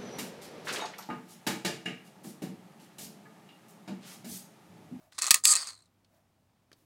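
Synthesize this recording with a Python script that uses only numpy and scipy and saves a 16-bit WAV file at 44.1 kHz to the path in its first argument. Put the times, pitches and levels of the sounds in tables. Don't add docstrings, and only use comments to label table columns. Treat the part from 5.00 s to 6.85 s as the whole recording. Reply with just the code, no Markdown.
import sys
import numpy as np
from scipy import signal
from scipy.fft import rfft, irfft, next_fast_len
from scipy.io import wavfile
from scipy.ndimage import uniform_filter1d, minimum_filter1d, map_coordinates

SR = 44100
rng = np.random.default_rng(int(sys.argv[2]) if len(sys.argv) > 2 else 0)


def log_audio(samples):
    frames = np.atleast_2d(samples).T
    limited = np.clip(frames, -1, 1)
    pcm = np.round(limited * 32767).astype(np.int16)
    wavfile.write(sys.argv[1], SR, pcm)


N = 81585
T = np.arange(N) / SR
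AGE = np.arange(SR // 5) / SR
TOP_HZ = 16900
FRAME_DB, PAWL_DB = -26, -19
TOOTH_T60_S = .006
REBOUND_S = .0033
SPRING_HZ = 4450

# pitch_hz, level_db (relative), t60_s
FRAME_MODES = [(1130, -5, .08), (1243, -4, .11), (1884, -1, .07), (2588, 5, .05), (4163, -1, .06),
               (4310, 1, .055), (5594, 0, .065), (6748, 1, .065), (6900, 0, .065), (8010, 1, .055),
               (8690, 0, .07)]
# pitch_hz, level_db (relative), t60_s
PAWL_MODES = [(1235, -8, .07), (4560, -5, .03), (7650, -1, .05), (8180, 0, .04), (8455, 0, .04),
              (9840, -7, .05)]


def amp(db):
    return 10 ** (np.asarray(db) / 20)


def unit(x):
    return x / np.sqrt(np.mean(x ** 2) + 1e-20)


def fade(t60_s):
    return np.exp(-np.log(1000) * AGE / t60_s)


def add(track, start_s, sound):
    part = track[round(start_s * SR):][:len(sound)]
    part += sound[:len(part)]


def coloured(x, points):
    size = next_fast_len(2 * N)
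    hz, db = np.transpose(points)
    log_hz = np.log(np.fft.rfftfreq(size, 1 / SR) + 1)
    gain = unit(amp(np.interp(log_hz, np.log(hz), db)))
    cepstrum = irfft(np.log(gain), size)
    cepstrum[1:size // 2] *= 2
    cepstrum[size // 2 + 1:] = 0
    return irfft(rfft(x, size) * np.exp(rfft(cepstrum)), size)[:N]


def burst(t60_s):
    envelope = fade(t60_s)
    noise = unit(rng.standard_normal(len(AGE)) * envelope)
    return noise * np.sqrt(np.mean(envelope ** 2))


def ring(modes, attack_s=0.00013):
    tones = np.zeros(len(AGE))
    for hz, db, t60_s in modes:
        level = amp(db + rng.normal(0, 0.91))
        tones += level * fade(t60_s) * np.sin(2 * np.pi * (hz * AGE + rng.random()))
    return tones * (1 - np.exp(-AGE / attack_s))


def ping(hz, chirp_hz=1100, chirp_max_s=.002, t60_s=.024):
    onset = np.exp(-AGE / (chirp_max_s * rng.uniform(.5, 1)))
    pitch_hz = hz * rng.normal(1, .025) + chirp_hz * onset
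    turns = np.cumsum(pitch_hz) / SR + rng.random()
    return 2 * (1 - onset) * fade(t60_s) * np.sin(2 * np.pi * turns)


def teeth(speed, force):
    s, rate = np.transpose(speed)
    t = np.arange(s[0], s[-1], 1 / SR)
    passed = np.cumsum(np.interp(t, s, rate)) / SR
    times = np.interp(np.arange(passed[-1]), passed, t)
    levels_db = np.interp(times, *np.transpose(force)) + rng.standard_normal(len(times))
    return zip(times, levels_db)


def room_tone(floor_db=-72, hum_hz=98.3, hum_db=-77, swell_s=0.059):
    # pitch_hz, level_db (relative)
    noise_colour = [(25, -18.5), (100, -5), (260, -6.5), (440, -17), (700, -13.5), (1600, -23),
                    (16000, -35.5)]
    # peak_s, level_db, centre_hz
    swells = [(0.036, -66, 638), (1.16, -71, 634), (1.801, -70.5, 270.7)]
    # centre_multiple, level_db (relative)
    swell_colour = [(.75, -29.5), (1, -8.5), (1.45, -21), (5, -34.5)]
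    out = amp(floor_db) * coloured(rng.standard_normal(N), noise_colour)
    waver_rad = map_coordinates(rng.standard_normal(N), [T * 10])
    out += amp(hum_db) * np.sin(2 * np.pi * hum_hz * T + waver_rad)
    for s, db, hz in swells:
        noise = coloured(rng.standard_normal(N), [(k * hz, g) for k, g in swell_colour])
        out += amp(db) * np.exp(-((T - s) / swell_s) ** 2) * noise
    return out


def slide(grain_db=4, grains_per_s=900):
    # time_s, level_db
    friction = [(0.119, -63), (0.179, -59.5), (.184, -33), (0.203, -41.5), (0.206, -58.5), (0.217, -35.5),
                (0.282, -37), (.298, -45.5), (.320, -41), (0.365, -34.5), (0.387, -50), (0.429, -76),
                (0.441, -39), (.530, -32), (.590, -42.5), (.700, -48), (.745, -65), (.88, -82)]
    # pitch_hz, level_db (relative)
    colour = [(100, -29), (850, -10), (1180, 2.5), (1500, -7.5), (1900, -1.5), (2900, -9.5), (4300, 2),
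              (5600, -4), (8300, -3.5), (10500, -9.5), (12500, -23.5)]
    s, db = np.transpose(friction)
    slips = map_coordinates(rng.standard_normal(N), [T * grains_per_s])
    grit = unit(rng.standard_normal(N) * amp(grain_db * slips))
    moving = (T > s[0]) * (T < s[-1])
    return coloured(grit * amp(np.interp(T, s, db)) * moving, colour)


def nudges(t60_s=0.029, dip_db=-11, top_db=-25):
    # start_s, level_db, brightest_hz, bass_db (relative)
    knocks = [(0.1228, -50.5, 1770, -14), (0.2784, -32, 1230, -38), (1.0462, -63.5, 3780, -25),
              (1.1444, -74, 4500, -14), (1.7164, -52, 1652, 6.5), (1.7290, -50, 4170, 10)]
    out = np.zeros(N)
    for s, db, hz, bass_db in knocks:
        colour = [(40, top_db), (130, bass_db), (hz / 2, dip_db), (hz, 0), (2 * hz, dip_db), (TOP_HZ, top_db)]
        add(out, s, amp(db) * coloured(burst(t60_s), colour))
    return out


def latches(t60_s=.008, spring_hz=4016, spring_db=-12.5):
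    # start_s, level_db
    ticks = [(0.1891, -22), (0.2206, -16), (0.2268, -20), (0.2314, -23), (0.2421, -23), (.2481, -26.5),
             (.2535, -28.5), (0.2666, -17.5), (0.2737, -23.5), (0.2819, -24), (.2922, -31), (0.3529, -25.5),
             (0.3576, -20.5), (0.4518, -15), (0.5372, -15.5), (0.5535, -14.5), (0.5578, -16.5),
             (0.5646, -16), (0.6727, -29.5)]
    # pitch_hz, level_db (relative)
    colour = [(300, -35), (1150, -15.5), (2800, -18), (5500, -9.5), (6800, 2.5), (8300, 2), (9200, -4.5),
              (14000, -24.5)]
    hits, body = np.zeros((2, N))
    for s, db in ticks:
        add(hits, s, amp(db) * burst(t60_s))
        add(body, s, amp(db + FRAME_DB) * ring(FRAME_MODES))
        add(body, s, amp(db + spring_db) * ping(spring_hz))
    return coloured(hits, colour) + body


def clacks(thump_hz=200, thump_t60_s=.07, crack_db=-2, crack_t60_s=0.0024):
    # start_s, level_db, t60_s, thump_db
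    strikes = [(0.3076, -2.5, 0.018, -46.5), (0.3135, -8, 0.019, -49.5), (.3430, -8, .021, -57),
               (0.4538, -7.5, 0.016, -66)]
    # pitch_hz, level_db (relative)
    colour = [(500, -41.5), (850, -17.5), (1150, -14), (1450, -17.5), (1900, 0), (2200, -6), (2550, 0),
              (2900, -5), (5100, 0), (8500, 0.5), (10400, -4), (12600, -11.5), (14500, -9.5)]
    hits, body, thumps = np.zeros((3, N))
    for s, db, t60_s, thump_db in strikes:
        add(hits, s, amp(db) * (burst(t60_s) + amp(crack_db) * burst(crack_t60_s)))
        add(body, s, amp(db + FRAME_DB) * ring(FRAME_MODES))
        add(thumps, s, amp(thump_db) * burst(thump_t60_s))
    thump_colour = [(thump_hz / 10, -24), (thump_hz, 0), (thump_hz * 10, -30)]
    return coloured(hits, colour) + body + coloured(thumps, thump_colour)


def ratchet(alike=.7, chatter_db=-9, spring_db=-12):
    # time_s, teeth_per_s
    speed = [(.4385, 206), (.469, 205), (.475, 243), (.497, 252), (.516, 275), (.529, 255)]
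    # time_s, level_db
    force = [(0.439, -21), (.462, -14), (.472, -10), (.490, -15), (.499, -17), (0.518, -10), (0.527, -11)]
    # pitch_hz, level_db (relative)
    colour = [(300, -45), (2900, -25), (4600, -12), (5700, -13), (6600, 1), (8500, 5), (9300, -7.5),
              (10900, -3.5), (12500, -24)]
    hits, body = np.zeros((2, N))
    click = burst(TOOTH_T60_S)
    for s, db in teeth(speed, force):
        tooth = np.sqrt(alike) * click + np.sqrt(1 - alike) * burst(TOOTH_T60_S)
        add(hits, s, amp(db) * tooth)
        add(hits, s + REBOUND_S * rng.uniform(0.56, 1), amp(db + chatter_db) * burst(TOOTH_T60_S))
        add(body, s, amp(db + PAWL_DB) * ring(PAWL_MODES))
        add(body, s, amp(db + spring_db) * ping(SPRING_HZ))
    return coloured(hits, colour) + body


def coasting(level_db=-3.5, rebound_db=-5, spring_db=-2.5, sag_hz_per_s=2000):
    # time_s, teeth_per_s
    speed = [(.572, 170), (.600, 150), (.673, 138), (.7743, 77), (.822, 54)]
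    # time_s, level_db (before level_db)
    force = [(.572, -25), (.632, -30), (.640, -39), (.668, -39), (.672, -30.5), (.703, -32.5),
             (.712, -40.5), (.755, -47), (.822, -53)]
    # start_s, level_db (before level_db)
    last_tooth = (.857, -57)
    # pitch_hz, level_db (relative)
    colour = [(300, -22.5), (1150, 0), (3300, -14), (4400, -7), (5800, -12), (6600, 3.5), (7500, -5.5),
              (8300, 8.5), (9300, -4), (11500, -23)]
    hits, body = np.zeros((2, N))
    for s, db in [*teeth(speed, force), last_tooth]:
        spring_hz = SPRING_HZ - sag_hz_per_s * (s - speed[0][0])
        add(hits, s, amp(db) * burst(TOOTH_T60_S))
        add(hits, s + REBOUND_S, amp(db + rebound_db) * burst(TOOTH_T60_S))
        add(body, s, amp(db + spring_db) * ping(spring_hz))
        add(body, s, amp(db + PAWL_DB) * ring(PAWL_MODES))
    return amp(level_db) * (coloured(hits, colour) + body)


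def scene(room_t60_s=0.12, room_db=-16.5, room_attack_s=.004):
    machine = slide() + nudges() + latches() + clacks() + ratchet() + coasting()
    tail = rng.standard_normal(len(AGE)) * fade(room_t60_s) * (1 - np.exp(-AGE / room_attack_s))
    room = signal.fftconvolve(machine, tail / np.linalg.norm(tail))[:N]
    return (machine + amp(room_db) * room + room_tone())[None]


def record(dry):
    size = SR // 1000
    peak_gain = 1 / np.maximum(np.abs(dry), 1)
    gain = uniform_filter1d(minimum_filter1d(peak_gain, size), size)
    low_pass = signal.cheby2(20, 100, TOP_HZ, fs=SR, output="sos")
    return signal.sosfilt(low_pass, dry * gain)


dry = scene()
out = record(dry)
log_audio(out)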